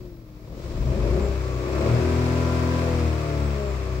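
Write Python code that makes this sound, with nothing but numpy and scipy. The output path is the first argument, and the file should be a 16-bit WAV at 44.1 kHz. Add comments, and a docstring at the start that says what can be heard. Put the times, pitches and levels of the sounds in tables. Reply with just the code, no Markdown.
"""Driver's seat of a parked car. Two pedal pushes take the three-cylinder engine to 5000 rpm; it holds,
then eases down. Engine orders (multiples of the four-stroke cycle rate) boom and drone in the cabin;
under load, uneven firings add rumble and roar. Intake rush and valve hiss pulse with the firings.
A thin belt-driven whine follows the speed, and the body thuds at each pedal lift.
Faint microphone hiss and an electronic whistle lie underneath."""
import sys
import numpy as np
from scipy import signal
from scipy.fft import rfft, irfft
from scipy.io import wavfile
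from scipy.ndimage import uniform_filter1d

SR = 44100
rng = np.random.default_rng(int(sys.argv[2]) if len(sys.argv) > 2 else 0)


def dump_mix(stems):
    """Bounce the given channels to the path in sys.argv[1] as a 16-bit WAV at rate SR."""
    frames = np.atleast_2d(stems).T  # one column per channel
    limited = np.clip(frames, -1, 1)  # hard clip at full scale
    pcm = np.round(limited * 32767).astype(np.int16)
    wavfile.write(sys.argv[1], SR, pcm)


N = 176400

# Engine speed. Each row: time in seconds, speed in rpm.
SPEED_RPM = [(0.0, 1844), (0.32, 1526), (0.5, 1545), (0.7, 2053), (0.9, 2639), (1.0, 3050), (1.1, 3512),
             (1.17, 3847), (1.23, 4073), (1.4, 3880), (1.55, 3750), (1.63, 3734), (1.72, 3989),
             (1.92, 4716), (2.02, 4900), (2.15, 4950), (2.3, 4998), (2.85, 5010), (2.95, 4926), (3.1, 4713),
             (3.3, 4482), (3.75, 3970), (4.0, 3700)]
# Boom. 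Each row: time in seconds, then level in dB of each of BOOM_ORDERS.
BOOM_LEVELS_DB = [(0,-60,-41,-53,-66), (.4,-67,-55,-46,-76), (.71,-40,-47,-42,-53),
                  (.81,-25.5,-25.5,-54,-33), (.87,-35,-22.5,-49,-24), (1.05,-22.5,-31,-42,-49),
                  (1.21,-26,-43,-48,-32.5), (1.43,-28,-33,-33,-50.5), (1.67,-30,-45,-33,-47),
                  (1.83,-26.5,-33,-34.5,-32.5), (1.94,-31,-17.5,-31,-35), (2.06,-23.5,-35,-35,-30),
                  (2.19,-25.5,-26,-35.5,-29), (2.88,-26.5,-30,-31.5,-31), (3.07,-21,-28,-35,-33),
                  (3.27,-33.5,-34,-30.5,-58), (3.43,-23.5,-31,-30,-35), (3.62,-29,-54,-34,-37),
                  (3.8,-27.5,-35.5,-39.5,-48.5), (4,-29.5,-38,-31.5,-43)]
# Prominent overtones. Each row: time in seconds, then level in dB of each of OVERTONE_ORDERS.
OVERTONE_LEVELS_DB = [(0,-49,-53,-54,-60,-45), (.3,-58,-53,-62,-64,-54), (.55,-53,-50,-55,-56,-50),
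                      (.8,-48,-46,-50,-46,-55), (1.0,-45,-41,-42,-51,-47), (1.14,-47,-42,-31,-43,-54),
                      (1.48,-57,-49,-37,-49,-61), (1.65,-55,-45,-38,-49,-62), (1.87,-42,-33,-44,-41,-52),
                      (2.05,-36,-28.5,-44,-48,-50), (2.4,-39,-36,-40.5,-55,-43),
                      (2.8,-37.5,-37,-37,-53,-43), (3.0,-37,-36.5,-35,-46,-56), (3.22,-38,-44,-42,-44,-55),
                      (3.33,-34.5,-48,-39,-37,-53), (3.44,-35,-50,-43,-37,-51), (3.54,-52,-52,-41,-47,-54),
                      (3.61,-52,-50,-34,-36,-56), (3.69,-53,-49,-35,-36,-56), (3.77,-56,-47,-42,-51,-57),
                      (4.0,-56,-55,-37,-50,-66)]
# Drone orders. Each row: order, relative level in dB.
DRONE_ORDERS_DB = [(5, -7), (7, -0.5), (10, -1), (11, -7), (13, -8), (14, -1), (15, -1), (16, 2),
                   (17, -0.5), (19, -6), (20, -1.5), (21, 0), (22, -5), (23, -10)]
# Orders standing out of the buzz. 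Each row: order, relative level in dB.
BUZZ_PEAKS_DB = [(30,-6.5), (33,-7.5), (36,-3), (38,-10)]
# Drone envelope. Each row: time in seconds, level in dB.
DRONE_LEVEL_DB = [(0.0, -64), (0.4, -66), (0.7, -60.5), (0.9, -53.5), (1.45, -53.5), (1.95, -45),
                  (2.9, -44), (3.2, -48), (3.4, -49), (4.0, -51.5)]
# Cabin response. Each row: frequency in Hz, gain in dB.
CABIN_GAIN_DB = [(80, -2), (200, 1), (250, -9), (300, 7), (365, 4.5), (440, 0), (520, -1), (660, 0.5),
                 (760, -19.5), (890, -13), (1010, 0), (1140, 5.5), (1240, -9.5), (1380, 2.5), (1480, -22),
                 (1600, 3)]
# Sharp cabin modes. Each row: centre in Hz, half-width in Hz, gain in dB.
CABIN_RESONANCES = [(362, 13, 0), (414, 12, -9), (552, 20, -10)]
# Drive of those modes, strongest under throttle. Each row: time in seconds, level in dB.
MODE_DRIVE_DB = [(.5,-62), (1,-37), (1.19,-28), (1.4,-56), (1.71,-32), (1.83,-29), (2.2,-42), (3.65,-39),
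                 (3.8,-52)]
# Uneven firing. Each row: time in seconds, rumble level in dB, roar level in dB.
ROUGH_LEVELS_DB = [(0,-39.5,-50), (.23,-46.5,-56.5), (.42,-41,-53), (.55,-36,-44), (.7,-35,-42),
                   (.82,-27,-38), (.93,-28,-34), (1.05,-28.5,-33), (1.21,-26,-31), (1.4,-41,-43),
                   (1.62,-38,-39), (1.86,-33,-28.5), (2.1,-34,-37), (2.6,-41,-36.5), (2.95,-38,-39),
                   (3.19,-43,-46), (3.45,-46,-41), (3.7,-41,-45.5), (4.0,-39,-42.5)]
# Air noise. Each row: time in seconds, intake rush level in dB, valve hiss level in dB.
AIR_LEVELS_DB = [(0,-61.5,-66), (.24,-65,-73.5), (.45,-60.5,-66.5), (.65,-52.5,-56), (1.13,-42.5,-51),
                 (1.55,-45,-53), (1.87,-38,-47.5), (2.2,-39,-47), (2.8,-38.5,-47), (3.15,-40.5,-49.5),
                 (4.0,-45,-54)]
# Noise spectra. Each row: frequency in Hz, relative density in dB.
RUMBLE_SPECTRUM_DB = [(24, -34), (35, -15), (46, -15), (60, -2.5), (88, -13.5), (125, -4.5), (160, -14),
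                      (220, -16.5)]
ROAR_SPECTRUM_DB = [(110, -40), (170, -5), (245, -7), (305, -3), (360, -0.5), (440, -6), (480, -2),
                    (660, -5), (750, -18), (1000, -18)]
INTAKE_SPECTRUM_DB = [(550, -38), (740, -4), (1120, 0.5), (1350, -3), (1480, -6.5), (1950, -7),
                      (2350, -5.5), (2680, -7.5), (2850, -19.5), (3100, -21.5)]
VALVE_SPECTRUM_DB = [(2400, -12), (2900, -1.5), (5400, -1.5), (5900, -5), (7700, -8), (8600, -18),
                     (12000, -18.5), (15500, -21.5)]
MIC_SPECTRUM_DB = [(3400, -2), (4800, 2), (7000, -8), (9500, -15), (12000, -1.5), (15500, -3)]
# Housing of the whining part. Each row: centre in Hz, half-width in Hz, peak level in dB.
HOUSING_RESONANCES = [(6820,60,-67), (7330,90,-59), (7820,90,-65), (8800,500,-74)]
# Pedal-lift thuds. Each row: centre time in seconds, envelope peak in dB.
PEDAL_LIFTS = [(1.29, -29), (2.12, -40), (2.93, -29)]
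# Stereo balance. Each row: frequency in Hz, left minus right in dB.
LEFT_BIAS_DB = [(60, 6), (250, 0.5), (370, 5.5), (500, 5.5), (2000, 1.5), (5500, 0), (7000, 3.5),
                (8200, 20), (9500, 11.5), (15000, 6)]
# Diffuse sound. Each row: frequency in Hz, share uncorrelated between channels from 0 to 1.
DIFFUSE_SHARE = [(60, 0), (250, 0.06), (500, 0), (1000, 0.92), (3000, 1)]

BOOM_ORDERS, OVERTONE_ORDERS, BUZZ_ORDERS = (2, 3, 4, 6), (8, 9, 12, 18, 24), range(25, 64)


def undb(db):
    """Decibels to gain."""
    return 10 ** (np.asarray(db) / 20)


def curve(table, column=1):
    """One column of a time table at every sample."""
    rows = np.array(table, float)
    return np.interp(np.arange(N) / SR, rows[:, 0], rows[:, column])


def at_hz(table, hz):
    """Frequency table read on a log axis."""
    rows = np.array(table, float)
    return np.interp(np.log(np.maximum(hz, 1)), np.log(rows[:, 0]), rows[:, 1])


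def resonance_gain(modes, hz):
    """Summed gain of resonance peaks at a frequency."""
    return sum(undb(db) / (1 + ((hz - centre_hz) / width_hz) ** 2) for centre_hz, width_hz, db in modes)


def drift(rate_hz):
    """Smooth random drift, standard deviation 1."""
    hold = max(int(SR / rate_hz), 2)
    steps = np.repeat(rng.standard_normal(N // hold + 1), hold)
    smooth = uniform_filter1d(uniform_filter1d(steps, hold), hold)[:N]
    return smooth / smooth.std()


def spread(common, opposed, hz):
    """Stereo from a common and an opposed part; treble is more diffuse."""
    share = np.clip(at_hz(DIFFUSE_SHARE, hz), 0, 1)
    return common + np.array([[1], [-1]]) * np.sqrt(share / (2 - share)) * opposed


def noise(spectrum_db, gate=1):
    """Gated, then coloured stereo noise; channel mean has rms 1."""
    common, opposed = rfft(rng.standard_normal((2, N)) * gate)
    hz = np.fft.rfftfreq(N, 1 / SR)
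    low_hz, high_hz = spectrum_db[0][0], spectrum_db[-1][0]
    skirts = np.minimum(hz / low_hz, 1) ** 4 * np.minimum(high_hz / (hz + 1), 1) ** 4
    stereo = irfft(spread(common, opposed, hz) * undb(at_hz(spectrum_db, hz)) * skirts, N)
    return stereo / stereo.mean(axis=0).std()


def order_tone(cycles, cycle_hz, order, flutter_db):
    """One engine order in stereo, its level fluttering; rms about 1."""
    phase = 2 * np.pi * (order * cycles + rng.random())
    opposed = rng.choice([-1, 1]) * np.cos(phase)
    flutter = undb(flutter_db * drift(rate_hz=11))
    return np.sqrt(2) * spread(np.sin(phase), opposed, order * cycle_hz) * flutter


def boom(cycles, cycle_hz, trim_db=-0.5):
    """Crankshaft shake and firing pulses drive the cabin air."""
    return sum(order_tone(cycles, cycle_hz, order, flutter_db=0.5)
               * undb(trim_db + curve(BOOM_LEVELS_DB, column))
               for column, order in enumerate(BOOM_ORDERS, 1))


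def overtones(cycles, cycle_hz):
    """The strongest engine overtones, each swelling in its own range of speed and load."""
    return sum(order_tone(cycles, cycle_hz, order, flutter_db=1.3)
               * undb(curve(OVERTONE_LEVELS_DB, column))
               for column, order in enumerate(OVERTONE_ORDERS, 1))


def drone(cycles, cycle_hz, trim_db=-0.5, buzz_db=-19.5, buzz_db_per_octave=-9.5):
    """Higher orders swell as they cross cabin resonances; a weak mechanical buzz lies above."""
    orders_db = {order: buzz_db + buzz_db_per_octave * np.log2(order / BUZZ_ORDERS.start)
                 for order in BUZZ_ORDERS}
    orders_db.update(DRONE_ORDERS_DB)
    orders_db.update(BUZZ_PEAKS_DB)
    level = undb(trim_db + curve(DRONE_LEVEL_DB))
    mode_drive = undb(curve(MODE_DRIVE_DB))
    mix = np.zeros((2, N))
    for order, db in orders_db.items():
        hz = order * cycle_hz
        gain = level * undb(db + at_hz(CABIN_GAIN_DB, hz))
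        if order < BUZZ_ORDERS.start:
            gain += mode_drive * resonance_gain(CABIN_RESONANCES, hz)
        mix += gain * order_tone(cycles, cycle_hz, order, flutter_db=3)
    return mix


def firing_gate(cycles, depth, scatter_db=0.5, imbalance=0.05):
    """Three swells per cycle, each of random size, the cylinders slightly unequal."""
    firing_index = (3 * cycles).astype(int)
    size = undb(scatter_db * rng.standard_normal(1024))[firing_index]
    swell = 1 - depth * np.cos(6 * np.pi * cycles)
    limp = 1 + imbalance * np.cos(2 * np.pi * cycles)
    return size * swell * limp


def rumble_and_roar(cycles, rumble_trim_db=-2, roar_trim_db=0.5):
    """Uneven firings under load rumble and roar in the car body."""
    gate = firing_gate(cycles, depth=0.35)
    rumble = noise(RUMBLE_SPECTRUM_DB, gate) * undb(rumble_trim_db + curve(ROUGH_LEVELS_DB, 1))
    roar = noise(ROAR_SPECTRUM_DB, gate) * undb(roar_trim_db + curve(ROUGH_LEVELS_DB, 2))
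    return rumble + roar


def intake_and_valves(cycles, rush_trim_db=-0.5, hiss_trim_db=0.5):
    """Intake rush and valve hiss: turbulence pulsing with the firings."""
    gate = firing_gate(cycles, depth=0.093)
    rush = noise(INTAKE_SPECTRUM_DB, gate) * undb(rush_trim_db + curve(AIR_LEVELS_DB, 1))
    hiss = noise(VALVE_SPECTRUM_DB, gate) * undb(hiss_trim_db + curve(AIR_LEVELS_DB, 2))
    return rush + hiss


def whine(cycles, cycle_hz, order=217.6):
    """A belt-driven part flares as its pitch crosses each resonance of its housing."""
    tone = order_tone(cycles, cycle_hz, order, flutter_db=2.5)
    return tone * resonance_gain(HOUSING_RESONANCES, order * cycle_hz)


def mount_thuds(pitch_hz=47.3, width_s=0.027):
    """The engine rocks on its mounts at each pedal lift: a soft, low body thud."""
    mix = np.zeros(N)
    for centre_s, peak_db in PEDAL_LIFTS:
        offset_s = np.arange(N) / SR - centre_s
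        envelope = undb(peak_db) * np.exp(-(offset_s / width_s) ** 2)
        mix += envelope * np.sin(2 * np.pi * pitch_hz * offset_s)
    return mix


def lean_left(stereo, bass_lag_s=0.00029, corner_hz=347):
    """The left channel is louder; bass reaches the right later."""
    hz = np.fft.rfftfreq(N, 1 / SR)
    left_gain = undb(at_hz(LEFT_BIAS_DB, hz))
    lag_s = bass_lag_s / (1 + (hz / corner_hz) ** 2)
    right_delay = np.exp(-2j * np.pi * hz * lag_s)
    return irfft(rfft(stereo) * 2 * np.array([left_gain, right_delay]) / (1 + left_gain), N)


def scene(speed_wander=0.00093, fade_s=0.006):
    """One speed curve drives all engine layers; thuds fall at set times."""
    rpm = uniform_filter1d(curve(SPEED_RPM), SR // 25, mode="nearest")
    cycle_hz = rpm / 120 * (1 + speed_wander * drift(rate_hz=12))  # two turns per cycle
    cycles = np.cumsum(cycle_hz) / SR
    engine = boom(cycles, cycle_hz) + overtones(cycles, cycle_hz) + drone(cycles, cycle_hz)
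    engine += rumble_and_roar(cycles) + intake_and_valves(cycles)
    engine += whine(cycles, cycle_hz) + mount_thuds()
    fade_in = np.minimum(np.arange(N) / (fade_s * SR), 1)
    return lean_left(engine * fade_in * fade_in[::-1])


def record(dry, hiss_db=-68, whistle_db=-73, whistle_hz=15625, cutoff_hz=15750):
    """Add microphone hiss and a faint electronic whistle of wavering level, then low-pass."""
    hiss = noise(MIC_SPECTRUM_DB) * undb(hiss_db)
    whistle_rms = undb(whistle_db + 3 * drift(rate_hz=10))
    whistle = np.sqrt(2) * whistle_rms * np.sin(2 * np.pi * whistle_hz * np.arange(N) / SR)
    lowpass = signal.ellip(10, 0.2, 80, cutoff_hz, fs=SR, output="sos")
    return signal.sosfilt(lowpass, dry + hiss + whistle)


dry = scene()
out = record(dry)
dump_mix(out)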